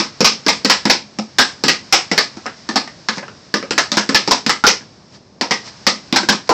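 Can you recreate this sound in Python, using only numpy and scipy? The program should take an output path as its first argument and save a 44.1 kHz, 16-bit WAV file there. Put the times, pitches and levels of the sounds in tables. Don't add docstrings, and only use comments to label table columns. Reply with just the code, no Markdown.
import sys
import numpy as np
from scipy import signal
from scipy.fft import rfft, irfft, next_fast_len
from scipy.io import wavfile

SR = 44100
rng = np.random.default_rng(int(sys.argv[2]) if len(sys.argv) > 2 else 0)


def elevation(decibels):
    levels = np.asarray(decibels, float)
    return 10 ** (levels / 20)


def pcm_store(signal):
    levels = np.round(np.clip(np.atleast_2d(signal), -1, 1) * 32767)
    wavfile.write(sys.argv[1], SR, levels.astype(np.int16).T)


N = 287973
HIT_SIZE = 2 ** 14

# frequency in Hz, level in dB, t60 in s.
BLADE_MODES = [(567, -16.5, 0.05), (902, -8.5, 0.018), (1060, -1, 0.013), (1280, -1.5, 0.026),
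               (1500, -1.5, 0.014), (1710, -3, 0.024), (1970, -2.5, 0.012), (2156, -3, 0.005),
               (2450, -9, 0.0087)]


def rms_one(x):
    return x / np.sqrt(np.mean(x ** 2) + 1e-20)


def colour(points, size):
    hz, db = np.transpose(points)
    bins = np.arange(size // 2 + 1) * SR / size + 1
    return elevation(np.interp(np.log(bins), np.log(hz), db, left=-70, right=-70))


def causal(gain):
    both_sides = np.r_[gain, gain[-2:0:-1]]
    spectrum = np.exp(np.conj(signal.hilbert(np.log(both_sides))))
    return spectrum[:len(gain)]


def drift(rate):
    knots = rng.standard_normal(400)
    return np.interp(np.arange(N) / SR * rate, np.arange(400), knots)


def steady(points, level_db, patchy_db, rate):
    size = 2 * next_fast_len(N // 2 + 1)
    white = rfft(rng.standard_normal(size))
    noise = irfft(white * colour(points, size))[:N]
    return elevation(level_db + patchy_db * drift(rate)) * rms_one(noise)


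def struck(modes, spread_db):
    t = np.arange(HIT_SIZE) / SR
    luck = rng.standard_normal((len(modes), 2))
    total = 0
    for (hz, db, t60), (stronger, sharper) in zip(modes, luck):
        decay = elevation(db + spread_db * stronger - 60 * t / t60)
        total = total + decay * np.sin(2 * np.pi * hz * (1 + 0.027 * sharper) * t)
    return total


def blows(rows, body_modes, bounce_s, lift_db, wet_db, early, overload):
    # frequency in Hz, level in dB, t60 in s.
    pad_modes = [(194, -1.5, 0.028), (211.3, -7, 0.17), (260.4, -1, 0.053), (324.4, 0.5, 0.038),
                 (423.6, 1, 0.021)]
    # frequency in Hz, level in dB.
    click_spectrum = [(700, -71), (2000, -11.5), (3000, -12), (3600, -10), (4300, -7.5), (4800, -6.5),
                      (5250, -4), (5650, -8), (6100, -13.5), (6900, -18.5), (7900, -11), (8700, -16),
                      (11000, -82.5)]
    # t60 in s, tail level in dB.
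    room_decay = [
        (0.33, -24),
        (0.22, -17),
        (0.24, -20.5),
    ]
    out, t = np.zeros(N + HIT_SIZE), np.arange(HIT_SIZE) / SR
    click = irfft(causal(colour(click_spectrum, HIT_SIZE)))
    click = click / np.abs(click).max()
    for s, click_db, thud_db, knock_db, ring_hz, ring_db in rows:
        noise = rng.standard_normal((4, HIT_SIZE))
        direct = 0.14 * noise[3] * np.exp(-t / bounce_s)
        direct[0] = 1
        lumps_db = np.interp(t / 0.0042, np.arange(200), rng.standard_normal(200))
        clumps = elevation(1.85 * np.exp(-t / 0.059) * lumps_db)
        build = (1 - np.exp(-t / 0.003)) * (1 + early * np.exp(-t / 0.011))
        thud = struck(pad_modes, spread_db=3.0)
        thud = thud * (1 - np.exp(-t / 0.00076))
        knock = struck(body_modes + [(ring_hz, ring_db, 0.016)], spread_db=3.5)
        parts = zip((thud, knock, click), (thud_db, knock_db, click_db), lift_db, room_decay, noise)
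        hit = 0
        for body, db, lift, (t60, tail_db), fresh in parts:
            tail = elevation(tail_db + wet_db - 60 * t / t60) * fresh * clumps * build
            true_db = db + lift + overload * max(db + 12, 0)
            hit = hit + elevation(true_db) * rfft(body) * rfft(direct + tail)
        patch_hz = np.geomspace(5, SR, num=48)
        patches = [(hz, 2.5 * luck) for hz, luck in zip(patch_hz, noise[3, -48:])]
        at = max(round(s * SR), 0)
        out[at:at + HIT_SIZE] += irfft(hit * causal(colour(patches, HIT_SIZE) + 1e-3))
    bass_cut = signal.butter(4, 183.5, "high", fs=SR, output="sos")
    return signal.sosfilt(bass_cut, out[:N])


def glide_level():
    # time in s, hiss level in dB.
    slide = [(0.0, -42), (0.84, -42), (1.02, -47.5), (2.03, -41.5), (3.58, -46.5), (3.76, -43), (4.15, -45),
             (4.64, -49), (4.82, -49), (5.44, -55), (5.55, -41), (6.53, -45.5)]
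    # centre in s, level in dB, half length in s.
    skids = [
        (0.0, -23, 0.056),
        (0.296, -39, .05),
        (0.53, -35, .05),
        (.77, -36, .04),
        (1.478, -34.5, 0.05),
        (2.202, -26.5, 0.043),
        (3.835, -41, .04),
        (4.035, -45, 0.035),
        (4.332, -30, 0.059),
    ]
    # centre in s, level in dB, half length in s.
    scuffs = [
        (2.59, -56, 0.021),
        (3.162, -33.5, 0.0068),
        (3.66, -52.5, 0.023),
        (5.15, -47, 0.024),
        (5.677, -36.5, 0.023),
        (6.478, -41, 0.0053),
    ]
    t = np.arange(N) / SR
    swells = sum(elevation(db) * np.exp(-((t - at) / half) ** 2) for at, db, half in skids + scuffs)
    return 20 * np.log10(elevation(np.interp(t, *np.transpose(slide))) + swells)


def room_rumble(hiss_db):
    # frequency in Hz, level in dB per Hz.
    rumble_spectrum = [(15, -66), (25, -26), (75, -10), (128, -0.5), (477, -11), (648, -10.5), (681, -13.5),
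                       (1200, -19.5), (1560, -37), (2640, -120)]
    level_db = -45.5 + 0.21 * (hiss_db - np.median(hiss_db))
    return steady(rumble_spectrum, level_db, patchy_db=1.0, rate=18)


def slide_hiss(hiss_db):
    # frequency in Hz, level in dB per Hz.
    hiss_spectrum = [(600, -11), (900, -8.5), (1700, -8), (2400, -10.5), (3200, -12.5), (4200, -7.5),
                     (4800, -4), (5400, -3.5), (5900, -9), (7000, -15.5), (8100, -10), (8800, -19),
                     (11000, -65)]
    return steady(hiss_spectrum, hiss_db, patchy_db=0.5, rate=9)


def carton_bump():
    # start in s, click in dB, thud in dB, carton in dB, carton ring in Hz.
    bumps = [
        (6.492, -0.5, -26, -12.5, 677),
        (6.505, -30, -33, -11.5, 880),
    ]
    # frequency in Hz, level in dB, t60 in s.
    carton_modes = [(423, -5, 0.033), (502, 0, 0.054), (672, 3, 0.058), (862, -0.5, 0.042),
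                    (1020, 1, 0.036), (1150, 2, .03), (1390, 0.5, 0.036)]
    rows = [(*row, 7.5) for row in bumps]
    return blows(rows, carton_modes, bounce_s=0.0024, lift_db=[-11, -8, -2], wet_db=-2.0,
                 early=0.34, overload=0.26)


def light_taps():
    # start in s, click in dB, thud in dB, blade in dB, blade ring in Hz.
    taps = [(1.1873, -7, -12.5, -29, 795), (2.3704, -23, -22.5, -34.5, 759),
            (2.4577, -23, -39, -26.5, 1410), (2.4635, -15, -22, -24.5, 1780),
            (2.8756, -18, -47, -37.5, 1730), (3.1714, -16, -16.5, -34, 1030),
            (3.1814, -11.5, -27, -26.5, 626), (3.2294, -34, -40, -28, 900), (3.2812, -28, -21, -34, 1280),
            (3.6272, -20, -22, -23.5, 520), (3.9407, -8, -32, -36, 1390), (4.8085, -44, -31, -45, 1690),
            (6.2317, -11, -15, -34.5, 1500)]
    rows = [(*row, 7.5) for row in taps]
    return blows(rows, BLADE_MODES, bounce_s=0.0036, lift_db=[-12, -4, -2], wet_db=-7,
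                 early=1.0, overload=0)


def pad_slaps():
    # start in s, strength in dB, thud in dB, blade ring in Hz, ring level in dB.
    slaps = [(0.2058, 0, -3, 1430, -11), (0.4642, -4, -8.5, 1620, -13), (0.6474, 0.5, -7.5, 1850, -8),
             (0.854, -2.5, -6.5, 970, -1), (1.6377, -1.5, -9, 1770, -22), (2.1146, -3.5, -10.5, 826, 1.5),
             (2.6897, -7.5, -16.5, 1180, -13), (3.0861, -4.5, -23, 1710, 9.5), (3.5405, -2.5, -9, 480, 5),
             (3.708, -4, -10.5, 1470, -18), (3.9176, -3, -15, 920, 5), (4.0912, -5.5, -6, 1370, -16),
             (4.2761, -5, -7, 923, 0), (4.4638, -0.5, -11.5, 272, -0.5), (4.6388, -2, -15.5, 1470, 17.5),
             (5.411, -3, -15, 950, 1), (5.4171, -14, -24, 343, 9), (6.126, -1.5, -12, 1490, -29)]
    rows = [(s, db, thud, db - 11.5, hz, ring) for s, db, thud, hz, ring in slaps]
    return blows(rows, BLADE_MODES, bounce_s=0.0041, lift_db=[-7, -8, 0.5], wet_db=-4.5,
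                 early=0.51, overload=0.17)


def puck_cracks():
    # start in s, strength in dB, thud in dB, blade ring in Hz, ring level in dB.
    cracks = [(0.0004, -6, -11, 1060, -18), (0.245, 0.5, -19, 1500, 1.5), (0.4821, -0.5, -33, 1640, -4),
              (0.6976, 0, -23, 1710, 5.5), (0.8982, -0.5, -18, 1490, -16), (1.3845, 1.5, -57, 1610, 7.5),
              (1.6817, -1, -13, 1940, 4), (1.925, 2, -31, 1420, -4.5), (2.1782, -1.5, -26, 1640, 2),
              (2.7578, -3.5, -11.5, 1760, 1.5), (3.779, -3, -30, 1710, 13), (3.9702, -3, -7.5, 1580, -3.5),
              (4.1459, -0.5, -23, 1800, -4), (4.3101, -2.5, -19, 970, 3), (4.4942, -3, -28, 1280, 5),
              (4.666, 0.5, -35, 460, 3), (5.509, -4.5, -7.5, 1900, 7.5), (5.8666, -2, -8, 1200, 5),
              (6.1602, -2.5, -6.5, 1350, -14), (6.2875, -3, -4.5, 1655, 5), (6.3241, -9.5, -23, 1740, -17)]
    rows = [(s, db, thud, db - 10.5, hz, ring) for s, db, thud, hz, ring in cracks]
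    return blows(rows, BLADE_MODES, bounce_s=0.0031, lift_db=[-16, -6, -0.3], wet_db=-2.0,
                 early=1.01, overload=0.81)


def scene():
    hiss_db = glide_level()
    impacts = pad_slaps() + puck_cracks() + light_taps() + carton_bump()
    return (impacts + slide_hiss(hiss_db) + room_rumble(hiss_db))[None]


def roll_off(x):
    return signal.sosfilt(signal.butter(12, 16550, fs=SR, output="sos"), x)


def record(dry):
    overloaded = np.clip(dry, -0.72, 0.72)
    band_limit = signal.cheby2(8, 60, 8960 * 1.097, fs=SR, output="sos")
    narrow = signal.sosfilt(band_limit, overloaded)
    clipped = np.clip(narrow, -0.71, 0.71)
    rounding = signal.bessel(2, 15000, norm="mag", fs=SR, output="sos")
    soft = signal.sosfilt(rounding, clipped)
    treble_cut = signal.cheby2(10, 45, 16700, fs=SR, output="sos")
    mix = signal.sosfilt(treble_cut, soft)
    return roll_off(mix)


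dry = scene()
out = record(dry)
pcm_store(out)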